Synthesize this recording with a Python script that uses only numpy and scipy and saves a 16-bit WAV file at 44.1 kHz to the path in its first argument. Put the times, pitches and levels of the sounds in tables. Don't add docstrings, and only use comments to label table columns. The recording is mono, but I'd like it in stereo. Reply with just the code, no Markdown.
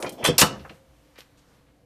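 import sys
import numpy as np
from scipy import signal
from scipy.io import wavfile

SR = 44100
rng = np.random.default_rng(int(sys.argv[2]) if len(sys.argv) > 2 else 0)


def generate_wav(sig):
    pcm = np.round(np.clip(np.atleast_2d(sig).T, -1, 1) * 32767).astype(np.int16)
    wavfile.write(sys.argv[1], SR, pcm)


def volts_from_db(level):
    exponent = np.asarray(level, float) / 20
    return 10 ** exponent


N = 81585
BAND_EDGES_HZ = 25 * 2 ** np.arange(0, 9.6, .5)
TOP_HZ = 14300


def rms_one(x):
    return x / np.sqrt(np.mean(x ** 2) + 1e-20)


def at_hz(points, hz):
    table_hz, values = np.transpose(points)
    return np.interp(np.log(hz), np.log(table_hz), values)


def band(x, low, high):
    sos = signal.butter(2, [low, min(high, 20000.)], "band", fs=SR, output="sos")
    return signal.sosfilt(sos, x)


def drift(rate):
    knots = rng.standard_normal(200)
    return np.interp(np.arange(N) / SR * rate, np.arange(200), knots)


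def ring(x, hz, t60):
    radius = volts_from_db(-60 / (t60 * SR))
    angle = 2 * np.pi * hz / SR
    return signal.lfilter([0, np.sin(angle)], [1, -2 * radius * np.cos(angle), radius ** 2], x + 1e-18)


def place(parts, starts):
    out = np.zeros(N + SR)
    for part, start in zip(parts, starts):
        i = int(max(start, 0) * SR)
        out[i:i + len(part)] += part
    return out[:N]


def chatter(rows):
    clicks_per_s, spread_db, half_width_octaves = 9000, 1, 1.26
    t = np.arange(9000) / SR
    parts = []
    for _, db, rise, t60, hz in rows:
        hits = rng.random(t.size) < clicks_per_s / SR
        signs = rng.choice([-1, 1], t.size)
        strengths = volts_from_db(spread_db * np.minimum(rng.exponential(1, t.size), 3))
        clicks = hits * signs * strengths
        low, high = hz / 2 ** half_width_octaves, hz * 2 ** half_width_octaves
        coloured = rms_one(band(band(clicks, low, high), low, high))
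        swell = 1 - np.exp(-t / max(rise, 1e-4))
        parts.append(volts_from_db(db) * coloured * swell * volts_from_db(-60 * t / t60))
    return parts


def struck(parts, starts, modes, twin=0.):
    strength_spread_db = 2.5
    modes = list(modes) + [(hz * (1 + twin), db, t60) for hz, db, t60 in modes if twin]
    strengths = volts_from_db(strength_spread_db * rng.standard_normal((len(parts), len(modes))))
    out = 0
    for k, (hz, db, t60) in enumerate(modes):
        blows = [part * strength for part, strength in zip(parts, strengths[:, k])]
        out = out + volts_from_db(db) * ring(place(blows, starts), hz, t60)
    return out


def hum():
    # hz, relative_level_db (per Hz)
    noise_colour = [(15, -37), (30, -18.5), (69, -4), (230, -9.5), (394, -18.5), (560, -12.5), (952, -16.5),
                    (13500, -34), (15000, -47)]
    # time_s, level_db
    upper_course = [(0.75, -64.5), (0.822, -71), (1.206, -69), (1.416, -71.5), (1.546, -68), (1.667, -74.5),
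                    (1.85, -77)]
    level_db, flicker_db = -60.5, -1
    white, out = rng.standard_normal((2, N)), 0
    time_s, course_db = np.transpose(upper_course)
    slow_db = np.interp(np.arange(N) / SR, time_s, course_db - course_db.mean())
    for k, (low, high) in enumerate(zip(BAND_EDGES_HZ, BAND_EDGES_HZ[1:])):
        colour_db = at_hz(noise_colour, min(np.sqrt(low * high), TOP_HZ - 800))
        gain_db = colour_db + flicker_db * drift(12) + slow_db * (low > 700)
        out = out + band(white[k % 2], low, high) * volts_from_db(gain_db)
    return volts_from_db(level_db) * rms_one(out)


def tones():
    # pitch_hz, width_hz, level_db (rms)
    hum_tones = [(57, 3.1, -67), (135, 18, -69), (290, 14, -69), (501.5, 36, -70)]
    out = 0
    for hz, width, db in hum_tones:
        t60 = np.log(1000) / (np.pi * width)
        tone = ring(rng.standard_normal(N + SR), hz, t60)[SR:]
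        out = out + volts_from_db(db) * rms_one(tone)
    return out


def room(x):
    # hz, t60_s
    room_decay = [(60, 1), (500, 0.082), (2000, 0.25), (4000, .3), (12000, 0.073)]
    delay_s = 0.003
    t = np.arange(SR) / SR
    white, tail = rng.standard_normal((2, SR)), 0
    for k, (low, high) in enumerate(zip(BAND_EDGES_HZ, BAND_EDGES_HZ[1:])):
        tail = tail + band(white[k % 2], low, high) * volts_from_db(-60 * t / at_hz(room_decay, low))
    tail = tail * (t > delay_s)
    return signal.fftconvolve(x, tail / np.sqrt(np.sum(tail ** 2)))[:N]


def rustle():
    # start_s, level_db (before swell and decay), rise_s, t60_s, centre_hz
    crackle_rows = [(1.153, -47.5, 0.016, 0.19, 1600), (1.177, -37.5, 0.012, 0.093, 2420),
                    (1.18, -51.5, 0.007, 0.17, 14000), (1.1887, -44, 0.0023, 0.022, 3540),
                    (1.2058, -43.5, 0.00075, 0.028, 3236), (1.213, -48, 0.0023, 0.054, 1800),
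                    (1.37, -58.5, 0.0089, 0.21, 3990), (1.66, -59, 0.021, .2, 1500),
                    (1.705, -65, .001, 0.033, 1296)]
    sparkle_hz, sparkle_db, sparkle_t60_s = 13200, -20, .01
    dry = place(chatter(crackle_rows), [row[0] for row in crackle_rows])
    return dry + volts_from_db(sparkle_db) * ring(dry, sparkle_hz, sparkle_t60_s)


def frame():
    # pitch_hz, level_db, t60_s
    frame_modes = [(206, -28, .55), (534, -45, 1.4)]
    click = place([np.ones(1)], [.425])
    return sum(volts_from_db(db) * ring(click, hz, t60) for hz, db, t60 in frame_modes)


def ticks():
    # start_s, level_db (before decay), pitch_hz
    tick_rows = [(0.027, -14, 2870), (0.3972, -4, 8000), (0.4101, -6, 7530), (.4165, 3.5, 3050),
                 (0.6974, -29, 1997), (.6968, -50, 4070), (1.159, -43, 4570), (1.187, -34, 495),
                 (1.2065, -29, 3500)]
    cycles = 7
    out = 0
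    for start, db, hz in tick_rows:
        out = out - volts_from_db(db) * ring(place([np.ones(1)], [start]), hz, cycles / hz)
    return out


def platen():
    # start_s, relative_level_db (peak of the push), contact_cutoff_hz
    thud_rows = [(0.036, -38, 602.4), (.048, -34, 598.5), (.063, -32, 607), (.236, -26, 397.7),
                 (0.2885, -12, 807), (0.294, -20.5, 303.6), (0.301, -12.5, 310.3), (0.338, -34.5, 300),
                 (0.418, -13, 705.4), (0.432, -11.5, 400), (0.444, -18.5, 395)]
    # pitch_hz, relative_level_db, t60_s
    bench_modes = [(55, -20.5, 0.56), (142.3, -12, .08), (165, -2, 0.11), (208, -1, 0.09), (292.5, -1, .09),
                   (398, 0, .13), (485, 2, 0.09), (600, 0, 0.05)]
    push_db = 2
    t = np.arange(2000) / SR
    starts, pushes = [row[0] for row in thud_rows], []
    for _, db, hz in thud_rows:
        phase = 2 * np.pi * hz * t
        pushes.append(-volts_from_db(db) * phase * np.exp(1 - phase))
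    drives = [push / push.sum() * push.min() for push in pushes]
    bare = band(place(pushes, starts), 90, 4100)
    return volts_from_db(push_db) * bare + .5 * struck(drives, starts, bench_modes)


def linkage():
    # start_s, level_db (before swell and decay), rise_s, t60_s, centre_hz
    contact_rows = [(.001, -44.5, 0.00033, 0.29, 9010), (0, -39.5, 0.00047, 0.33, 500),
                    (0.025, -31.5, .0003, 0.059, 3740), (.027, -21.5, 0.0093, 0.12, 350),
                    (0.043, -31, 0.0024, 0.071, 930), (0.061, -34.5, .003, 0.13, 2200),
                    (.066, -31, 0.0028, 0.13, 350), (0.0932, -33, 0.00033, 0.033, 8014),
                    (0.112, -40.5, .01, 0.31, 300), (0.1204, -45.5, 0.0018, 0.14, 8000),
                    (0.169, -36, .03, 1, 350), (0.173, -54.5, .02, 1, 3020),
                    (0.225, -32.5, 0.008, 0.16, 1185), (0.2402, -19.5, 0.0035, 0.067, 6000),
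                    (.246, -23, 0.001, 0.2, 833.4), (0.2497, -17, 0.0005, 0.06, 4600),
                    (.259, -20, .001, 0.078, 4530), (.268, -21, 0.01, 0.15, 350),
                    (0.271, -20.5, 0.0012, 0.06, 5500), (0.281, -26, 0.002, 0.068, 3800),
                    (0.292, -30.5, .002, 0.066, 3740), (0.3807, -7.5, 0.00042, 0.067, 5990),
                    (0.382, -26, .002, 0.5, 700), (0.391, -11, .001, 0.083, 4000),
                    (0.399, -11.5, 0.0011, 0.083, 7000), (0.4074, -15, 0.001, 0.13, 9000),
                    (0.4124, -5, 0.0014, 0.062, 3800), (.417, -10.5, 0.0022, 0.11, 695),
                    (0.423, -10.5, 0.0015, 0.038, 3000), (.47, -35.5, .02, 0.51, 312),
                    (0.593, -47.5, .002, 0.11, 2000), (.648, -36, 0.0015, 0.092, 744),
                    (0.6945, -41.5, 0.0006, 0.084, 1800), (0.701, -41.5, .002, 0.15, 300)]
    # pitch_hz, relative_level_db, t60_s
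    handle_modes = [(1432, 0, .07), (2420, 12, .04), (3112, 8, .05), (10000, 13, .07)]
    lever_modes = [(1106, -5, .024), (1290, -14, .3), (2600, 0, .04), (3180, 13, .06), (3440, 15, .045),
                   (4100, 7, .03), (4727, 7, .035), (5450, 9, .035), (6170, 6, .03), (8500, 5, .03),
                   (9950, 7, .04), (13900, 6, .04)]
    toggle_modes = [(1292, -5.5, 0.15), (1776, -5.5, 0.049), (2722, 0.5, 0.053), (2927, -2.5, 0.16),
                    (4493, -9, 0.13), (5640, -3, 0.047), (5850, -4, 0.089), (8300, -7.5, 0.054),
                    (9830, -6, 0.15), (11840, -2.5, .07)]
    swing_s, snap_s = .09, .375
    ring_db, twin_share = -44, .025
    parts, starts = chatter(contact_rows), [row[0] for row in contact_rows]
    swing = sum(s < swing_s for s in starts)
    snap = sum(s < snap_s for s in starts)
    rings = struck(parts[:swing], starts[:swing], handle_modes, twin_share)
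    rings = rings + struck(parts[swing:snap], starts[swing:snap], lever_modes, twin_share)
    rings = rings + struck(parts[snap:], starts[snap:], toggle_modes, twin_share)
    return place(parts, starts) + volts_from_db(ring_db) * rings


def scene():
    room_db, mic_low_hz = -16, 116
    press = linkage() + platen() + frame() + ticks() + rustle()
    press = press + volts_from_db(room_db) * room(press)
    low_cut = signal.butter(1, mic_low_hz, "high", fs=SR, output="sos")
    press = signal.sosfilt(low_cut, press)
    return np.tile(press + hum() + tones(), (2, 1))


def spread_treble(x):
    side_db, side_low_hz, patch_db = -12, 5800, 7.5
    edges_hz = np.geomspace(side_low_hz, TOP_HZ, 5)
    side = 0
    for low, high in zip(edges_hz, edges_hz[1:]):
        wobble = rms_one(band(rng.standard_normal(N), 30, 400))
        patch = band(band(x[0], low, high) * wobble, low, high)
        side = side + patch * volts_from_db(patch_db * drift(25))
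    return x + volts_from_db(side_db) * side * [[1], [-1]]


def roll_off(x):
    return signal.sosfilt(signal.butter(12, 15440, fs=SR, output="sos"), x)


def record(dry):
    rounded = .86 * np.tanh(dry / .86)
    wide = spread_treble(rounded)
    top_cut = signal.cheby2(14, 50, TOP_HZ + 500, fs=SR, output="sos")
    mix = signal.sosfilt(top_cut, wide)
    return roll_off(mix)


dry = scene()
out = record(dry)
generate_wav(out)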